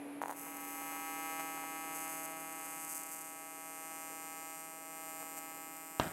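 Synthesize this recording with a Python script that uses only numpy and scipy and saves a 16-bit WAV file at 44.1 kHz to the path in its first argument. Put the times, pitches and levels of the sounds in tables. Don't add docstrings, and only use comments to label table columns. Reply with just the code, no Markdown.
import sys
import numpy as np
from scipy import signal
from scipy.fft import rfft, irfft, next_fast_len
from scipy.io import wavfile

SR = 44100
rng = np.random.default_rng(int(sys.argv[2]) if len(sys.argv) > 2 else 0)


def to_wav(sig):
    pcm = np.clip(np.atleast_2d(sig), -1, 1) * 32767
    pcm = np.round(pcm).astype(np.int16)
    wavfile.write(sys.argv[1], SR, pcm.T)


N = 270156
TIME_S = np.arange(N) / SR
CYCLE_HZ, FIRST_CYCLE, SECOND_REVERSAL = 161.015, 53, .617
SPUTTER_START_S, SPUTTER_END_S = .217, .335

# time_s, level_db
FADE = [(0., -0.5), (.18, -1), (.3, -6.5), (.5, -4.5), (1.6, -6), (2.7, -9), (3.2, -11), (4.3, -9.5),
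        (4.6, -12), (5.3, -9), (5.9, -11)]
# time_s, crack_db, thump_db
ARC_STRENGTH = [(.34, -45, -43), (.38, -35, -36), (.5, -35, -33.5), (.8, -31, -30.5), (1.3, -29, -27.5),
                (1.65, -31, -30.5), (2.05, -30.5, -28), (2.4, -33.5, -31), (2.75, -30, -31),
                (3.3, -34, -34.5), (3.55, -33.5, -34.5), (3.95, -31, -32), (4.5, -31, -33.5),
                (4.8, -34.5, -36), (5.1, -30.5, -33), (5.3, -31.5, -34), (5.5, -33, -33.5),
                (5.9, -34.5, -35.5), (6.12, -34, -34)]
# time_s, arrival_ms, then four echo heights (ratio to the crack)
TORCH_TRAVEL = [(.45, .075, .62, -.4, .7, 1.2), (1., .133, .55, -.26, .75, .87),
                (1.6, .157, .79, .21, .6, .7), (2.33, .2, .9, .3, .6, .7), (2.8, .232, 1.13, .6, .72, .55),
                (3.1, .244, 1.1, .67, .6, .38), (3.7, .236, 1.36, .6, .85, .5),
                (4.3, .21, 1.43, .92, .5, .16), (4.47, .208, 1.45, .89, .47, .1),
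                (4.65, .147, 1.41, .8, .74, .28), (4.9, .124, 1.55, .89, .7, .12),
                (5.15, .116, 1.46, 1., .4, .15), (5.5, .083, 1.62, .97, .32, -.1),
                (6.1, .075, 1.6, 1.07, .5, .17)]
ECHO_LAGS_MS = (.16, .4, .513, .617)


def amp(db):
    return 10 ** (np.asarray(db) / 20)


def rms_one(x):
    return x / np.sqrt(np.mean(x ** 2) + 1e-20)


def read(rows, t):
    s, *columns = np.transpose(rows)
    return [np.interp(t, s, c) for c in columns]


def coloured(spectrum):
    size = next_fast_len(N)
    hz = np.maximum(np.arange(size // 2 + 1) * SR / size, 1)
    points = np.array(spectrum)
    gain = amp(np.interp(np.log(hz), np.log(points[:, 0]), points[:, 1]))
    white = rng.standard_normal(size)
    return rms_one(irfft(rfft(white) * gain, size)[:N])


def drift(rate_hz):
    r = np.exp(-2 * np.pi * rate_hz / SR)
    white = rng.standard_normal(N + SR)
    return rms_one(signal.lfilter([1], [1, -2 * r, r * r], white)[SR:])


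def clicks(times, sizes):
    at, taps = np.asarray(times)[:, None] * SR, np.arange(-8, 9)
    index = np.round(at).astype(int) + taps
    shape = np.sinc(index - at) * np.cos(np.pi * (index - at) / 19) ** 2
    heights = shape * np.asarray(sizes)[:, None]
    return np.bincount(index.ravel(), heights.ravel(), N + SR)[:N]


def ring(train, modes):
    t = np.arange(2048) / SR
    body = sum(amp(db) * np.exp(-np.pi * width * t) * np.sin(2 * np.pi * hz * t) for hz, width, db in modes)
    return signal.fftconvolve(train, body / np.abs(body).max())[:N]


def band(x, low_hz, high_hz, order):
    return signal.sosfilt(signal.butter(order, [low_hz, high_hz], "band", fs=SR, output="sos"), x)


def fan_hum(fade_db):
    pitch_hz = 286.2 + 1.31 * drift(3.0)
    phase = 2 * np.pi * np.cumsum(pitch_hz) / SR
    return np.sqrt(2) * amp(-46 + 1.49 * fade_db) * np.sin(phase)


def shop_and_gas(fade_db):
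    # frequency_hz, density_db
    shop_spectrum = [(25, -4), (60, -15), (130, -7), (250, 1.5), (450, 4.5), (900, -1.5), (1400, -7.5),
                     (2400, -7.5), (3500, -22), (6000, -30), (14000, -38)]
    # frequency_hz, density_db
    gas_spectrum = [(2060, -34), (3500, -13), (4740, -22), (5830, -24), (7180, -17), (8570, -16),
                    (9500, -5), (10300, -5), (11200, -3.5), (13100, -22), (15800, -36)]
    return amp(fade_db) * (amp(-51) * coloured(shop_spectrum) + amp(-62.5) * coloured(gas_spectrum))


def arc_hiss():
    crack_db = read(ARC_STRENGTH, TIME_S)[0]
    noise = rms_one(band(rng.standard_normal(N), 3900, 5500, order=2))
    return amp(-48 + crack_db) * (TIME_S > SPUTTER_START_S) * noise


def background():
    fade_db, = read(FADE, TIME_S)
    return fan_hum(fade_db) + arc_hiss() + shop_and_gas(fade_db)


def sputter():
    sparks_per_s, level_db, spread_db = 1500, -49, 4
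    striking = (TIME_S > SPUTTER_START_S) & (TIME_S < SPUTTER_END_S)
    born = (rng.random(N) < sparks_per_s / SR) & striking
    return born * amp(level_db + spread_db * rng.standard_normal(N)) * rng.choice([-1, 1], N)


def sparks_and_pops():
    # time_s, thud_db, snap_db
    pop_rows = [(.2168, -20, -28), (0.224, -38, -27), (.2303, -29, -29), (0.2366, -21, -38),
                (.246, -43, -43), (0.252, -37, -37), (.2583, -24.5, -30), (.267, -45, -38),
                (0.273, -34, -41), (.281, -40, -29), (0.2824, -29, -28), (.288, -38, -43),
                (0.295, -25, -38), (0.2987, -30, -32), (0.3046, -27, -26), (.3110, -26.5, -24),
                (.318, -38, -41), (0.3234, -29, -38), (.3275, -43, -30), (0.335, -38, -36),
                (0.468, -35, -61), (.8175, -32.5, -64), (.923, -32.5, -63), (0.965, -36, -64),
                (1.577, -31.5, -60), (1.639, -31, -61), (5.2155, -53, -44), (5.228, -33.5, -44)]
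    # frequency_hz, width_hz, level_db
    thud_modes = [(907, 240, -1.5), (1490, 780, -6)]
    pop_s, thud_db, snap_db = np.transpose(pop_rows)
    sparks = clicks(pop_s, amp(snap_db)) + sputter()
    thuds = band(ring(clicks(pop_s, amp(thud_db)), thud_modes), 510, 2750, order=1)
    snaps = amp(-2) * band(sparks, 1500, 6400, order=1)
    return sparks, thuds + snaps


def hard_restrikes(second, luck):
    # start_s, length_s, extra_db
    hard_runs = [(.411, .012, 6), (.467, .006, 5), (.504, .006, 5), (1.926, .006, 6), (1.945, .031, 8),
                 (1.982, .012, 8), (2.001, .056, 8), (2.075, .006, 8.5), (2.088, .068, 7),
                 (2.162, .062, 6.5), (2.231, .031, 9.5), (2.274, .006, 5), (2.299, .012, 4.5),
                 (2.398, .012, 8), (2.522, .006, 7), (2.659, .006, 7.5), (2.796, .044, 4.5),
                 (2.845, .006, 9), (2.876, .006, 8), (2.889, .05, 10.5), (2.945, .037, 11),
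                 (2.988, .012, 8.5), (3.007, .012, 6), (3.032, .006, 11), (3.063, .006, 8.5),
                 (3.088, .006, 8.5), (3.113, .037, 10), (3.156, .019, 7.5), (3.181, .012, 7.5),
                 (3.206, .019, 8.5), (3.243, .019, 7), (3.268, .037, 5), (5.194, .031, 6), (5.361, .006, 4),
                 (5.367, .025, 11), (5.764, .006, 8.5)]
    # start_s, end_s, share_of_cycles, extra_db
    lone_spells = [(.37, .41, .4, 3.5), (.55, 1.92, .035, 3), (2.31, 2.52, .3, 3), (2.53, 2.79, .25, 4.5),
                   (3.31, 3.4, .3, 3.5), (3.4, 6.1, .03, 2.5)]
    runs = sum(db * ((second >= s) & (second < s + length)) for s, length, db in hard_runs)
    lone = sum(db * ((second >= start) & (second < end) & (luck < share))
               for start, end, share, db in lone_spells)
    return np.maximum(runs, lone)


def surges(t):
    # start_s, length_s, crack_db, thump_db, sway_db
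    surge_rows = [(1.394, .018, 4, 5, 10), (3.908, .012, 0, 4, 9), (5.2, .031, 0, 4, 7),
                  (5.367, .025, 0, 7, 10)]
    return sum(np.outer(dbs, (t >= s) & (t < s + length)) for s, length, *dbs in surge_rows)


def echoing_cracks(times, forward, back, echoes, sparks):
    # frequency_hz, width_hz, level_db
    crack_modes = [(8040, 5800, 0), (13100, 2150, -15.5), (9930, 1320, -16), (14600, 590, -25),
                   (15700, 460, -29.5)]
    rebound_s = .022e-3
    lags_ms = (0, *ECHO_LAGS_MS)
    train = 0
    for lag_ms, height in zip(lags_ms, (1, *TORCH_TRAVEL[0][2:])):
        train = train + amp(-6.5) * height * np.roll(sparks, int(lag_ms * SR / 1000))
    for lag_ms, height in zip(lags_ms, (np.ones(len(times) // 2), *echoes)):
        at, height = times + lag_ms / 1000, np.tile(height, 2)
        train = train + clicks(at, -forward * height) + clicks(at + rebound_s, back * height)
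    return band(ring(train, crack_modes), 6140, 16200, order=4)


def carve_hollows(bright):
    hollow_hz = (5600, 10600, 12400, 14800)
    # time_s, then share taken away at each centre (ratio)
    hollow_depths = [(.4, 0.73, -0.05, -0.92, .3), (1.2, 0.47, 0.26, -0.24, .3),
                     (2., .6, -0.16, -0.18, 0.28), (2.9, 0.45, 0.048, -0.053, .2),
                     (3.7, 0.57, 0.19, -.2, 0.27), (4.5, 0.37, .1, 0.058, .4),
                     (5.2, 0.65, -0.25, -0.094, .4), (6., 0.7, -0.064, -0.15, .5)]
    for hz, share in zip(hollow_hz, read(hollow_depths, TIME_S)):
        bright = bright - share * signal.lfilter(*signal.iirpeak(hz, 11, fs=SR), bright)
    return bright


def low_ring(times, crack, hard_db):
    # frequency_hz, width_hz, level_db
    lower_modes = [(6600, 1400, -3), (5000, 370, -7.5)]
    fading_db = -12.5 - 2.5 * times
    size = crack * amp(fading_db - np.r_[0 * hard_db, hard_db])
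    return band(ring(clicks(times, -size), lower_modes), 5030, 5840, order=2)


def plate_thumps(times, thump):
    # frequency_hz, width_hz, level_db
    plate_modes = [(863, 170, 5), (1070.4, 87, -3.5), (1392, 280, -2), (1490, 1630, 2.5), (1963, 87, -16),
                   (2250, 560, 1), (2230, 350, -9.5), (2770, 300, -30), (2700, 410, -32), (2930, 41, -19),
                   (4260, 490, -3)]
    # frequency_hz, width_hz, level_db
    upper_modes = [(2737, 120, 0), (3550, 150, -9)]
    beats = clicks(times, -thump)
    low = band(ring(beats, plate_modes), 940, 2690, order=2)
    high = amp(-23.5) * band(ring(beats, [(5176, 270, 0)]), 3800, 5095, order=2)
    sign = np.repeat([1, -1], len(times) // 2)
    alternating = clicks(times, amp(-32) * sign * thump)
    return low + high + band(ring(alternating, upper_modes), 2400, 4400, order=2)


def plate_sway(first, second, flutter_db):
    # time_s, sway_db, deep_db
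    sway_rows = [(.34, -61, -67), (.7, -66, -65), (1.4, -50.5, -64), (1.75, -56.5, -62),
                 (2.3, -50.5, -62.5), (2.9, -62.5, -65), (3.5, -56, -73), (4.5, -57, -70), (5.1, -53, -70),
                 (6.0, -61.5, -66)]
    # frequency_hz, width_hz, level_db
    sway_modes = [(703, 64, 3), (1046, 940, -40)]
    # frequency_hz, width_hz, level_db
    deep_modes = [(152, 84, -4), (334, 42, 5), (450, 50, 0.5)]
    sway, deep = amp(read(sway_rows, first))
    both = np.r_[first, second]
    pushes = ring(clicks(both + 0.000083, np.r_[sway, -sway * amp(surges(second)[2])]), sway_modes)
    pushes = pushes + ring(clicks(both, np.r_[deep, -deep]), deep_modes)
    pushes = pushes + ring(clicks(second, amp(-76) * flutter_db), [(172, 60, 0)])
    return band(pushes, 120, 1600, order=2)


def arc():
    # time_s, crack_ratio, rebound_ratio, thump_db, unsteady_db
    second_rows = [(.4, 1, 0.8, -3, 3), (1.0, 0.75, 0.79, 1.5, 0.9), (1.7, 0.4, 0.8, 1.5, 1),
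                   (2.4, 0.71, 0.78, -3.5, 3), (2.9, 0.3, 0.73, -4.5, 3), (3.3, 0.41, 0.76, -2.5, 1.5),
                   (4., 0.6, 0.28, -4, -1.5), (4.47, 0.27, 0.45, 0, 1), (4.58, 0.22, 0.76, -3.5, 2),
                   (4.9, 0.42, 0.49, -1.5, 1), (5.5, 0.16, 0.48, -1.5, 2), (6.1, 0.16, 0.75, -7, .8)]
    sent = np.arange(FIRST_CYCLE, int(N / SR * CYCLE_HZ)) / CYCLE_HZ
    later_ms, *echoes = read(TORCH_TRAVEL, sent)
    first = sent + later_ms / 1000
    second = first + SECOND_REVERSAL / CYCLE_HZ
    crack_db, thump_db = read(ARC_STRENGTH, first)
    crack2, rebound, thump2_db, unsteady_db = read(second_rows, first)
    chance = rng.standard_normal((len(first), 7)).T
    hard_db = hard_restrikes(second, rng.random(len(first))) * (1 + .08 * chance[0])

    late_s = 3e-6 * unsteady_db * chance[2] + 2e-6 * hard_db
    times = np.r_[first + 1.5e-6 * chance[1], second + late_s]
    first_crack_db = crack_db + surges(first)[0] + .5 * chance[3]
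    unsteady_share = np.where(hard_db > 0, .3, 1)
    second_crack_db = crack_db + hard_db + unsteady_share * unsteady_db * chance[4]
    crack = amp(np.r_[first_crack_db, second_crack_db])
    forward = crack * np.r_[1 + 0 * first, crack2 * amp(-1.2 * hard_db)]
    back = crack * np.r_[0 * first, rebound]

    second_thump_db = thump_db + thump2_db + surges(second)[1] - .4 * hard_db + .7 * unsteady_db * chance[5]
    settling_db = 2 * np.exp((first[0] - times) / .48) * rng.standard_normal(len(times))
    thump = amp(np.r_[thump_db, second_thump_db] + settling_db)

    sparks, pops = sparks_and_pops()
    bright = carve_hollows(echoing_cracks(times, forward, back, echoes, sparks))
    bright = bright + low_ring(times, crack, hard_db)
    body = plate_thumps(times, thump) + plate_sway(first, second, unsteady_db * chance[6])
    return bright, pops, body


def nearby_echoes(x, t60):
    t = np.arange(int(.15 * SR)) / SR
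    tail = rng.standard_normal(len(t)) * amp(-60 * t / t60) * (t > .0006)
    return signal.fftconvolve(x, tail / np.sqrt(np.sum(tail ** 2)))[:N]


def bench_blows(knocks):
    # frequency_hz, width_hz, level_db
    bench_modes = [(140, 81, -35), (320, 360, -2.5), (1080, 240, -0.5), (3000, 650, -2.5), (3830, 140, -17),
                   (5600, 250, -18)]
    out = np.zeros(N)
    for s, db, hz in knocks:
        moved = [(f, w, level_db - hz / 300) for f, w, level_db in bench_modes]
        out += ring(clicks([s], [-amp(db)]), [(hz, min(.5 * hz, 900), 0)] + moved)
    return out


def knock_tail(start_s):
    # frequency_hz, level_db, t60_s
    after_rings = [(641, -49, .3), (848, -62, .3), (1416, -50, .25), (1624, -48, 0.47), (2100, -60, .5),
                   (2686, -57, 0.13), (3058, -54, .2)]
    # frequency_hz, density_db
    tail_spectrum = [(24, -50), (40, -2), (141, 4), (527, -5.5), (623, -0.5), (1010, -5.5), (1380, -4),
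                     (1890, -9.5), (6000, -30.5), (7800, -44), (13200, -120)]
    since = TIME_S - start_s
    after = np.maximum(since, 0)
    uneven = amp(1.3 * drift(89))
    out = np.zeros(N)
    for hz, db, t60 in after_rings:
        out += amp(db - 60 * after / t60) * np.sin(2 * np.pi * hz * after)
    early_noise = rms_one(band(rng.standard_normal(N), 1400, 2900, order=2))
    out += amp(-44 - 60 * after / .2) * (since > 0) * uneven * early_noise
    swell = np.clip(since / 0.00076, 0, 1) * amp(-60 * after / 0.51)
    return out + amp(-35.0) * swell * uneven * coloured(tail_spectrum)


def knock():
    # start_s, peak_db, ring_hz
    knock_rows = [(5.9982, -11.5, 740), (6.0014, -18.5, 840), (6.012, -34, 1500), (6.0185, -41, 1500),
                  (6.032, -35, 2600), (6.035, -30, 7600), (6.043, -36, 2900), (6.054, -39, 5070),
                  (6.062, -43, 1510), (6.081, -38, 4660), (6.094, -47, 2200), (6.112, -47, 850)]
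    return bench_blows(knock_rows) + knock_tail(knock_rows[0][0])


def scene():
    bright, pops, body = arc()
    turn = 1.77 * np.arange(N) / N * np.pi
    moving = np.cos(turn) * nearby_echoes(bright, t60=.03) + np.sin(turn) * nearby_echoes(bright, t60=.03)
    ringing = amp(-16) * nearby_echoes(body + amp(-4) * pops, t60=.08)
    echoes = amp(-8) * moving + ringing
    return (bright + pops + body + echoes + background() + knock())[None]


def record(dry):
    lean = signal.sosfilt(signal.butter(2, 70, "high", fs=SR, output="sos"), dry)
    return signal.sosfilt(signal.ellip(14, .3, 75, 15810, fs=SR, output="sos"), lean)


dry = scene()
out = record(dry)
to_wav(out)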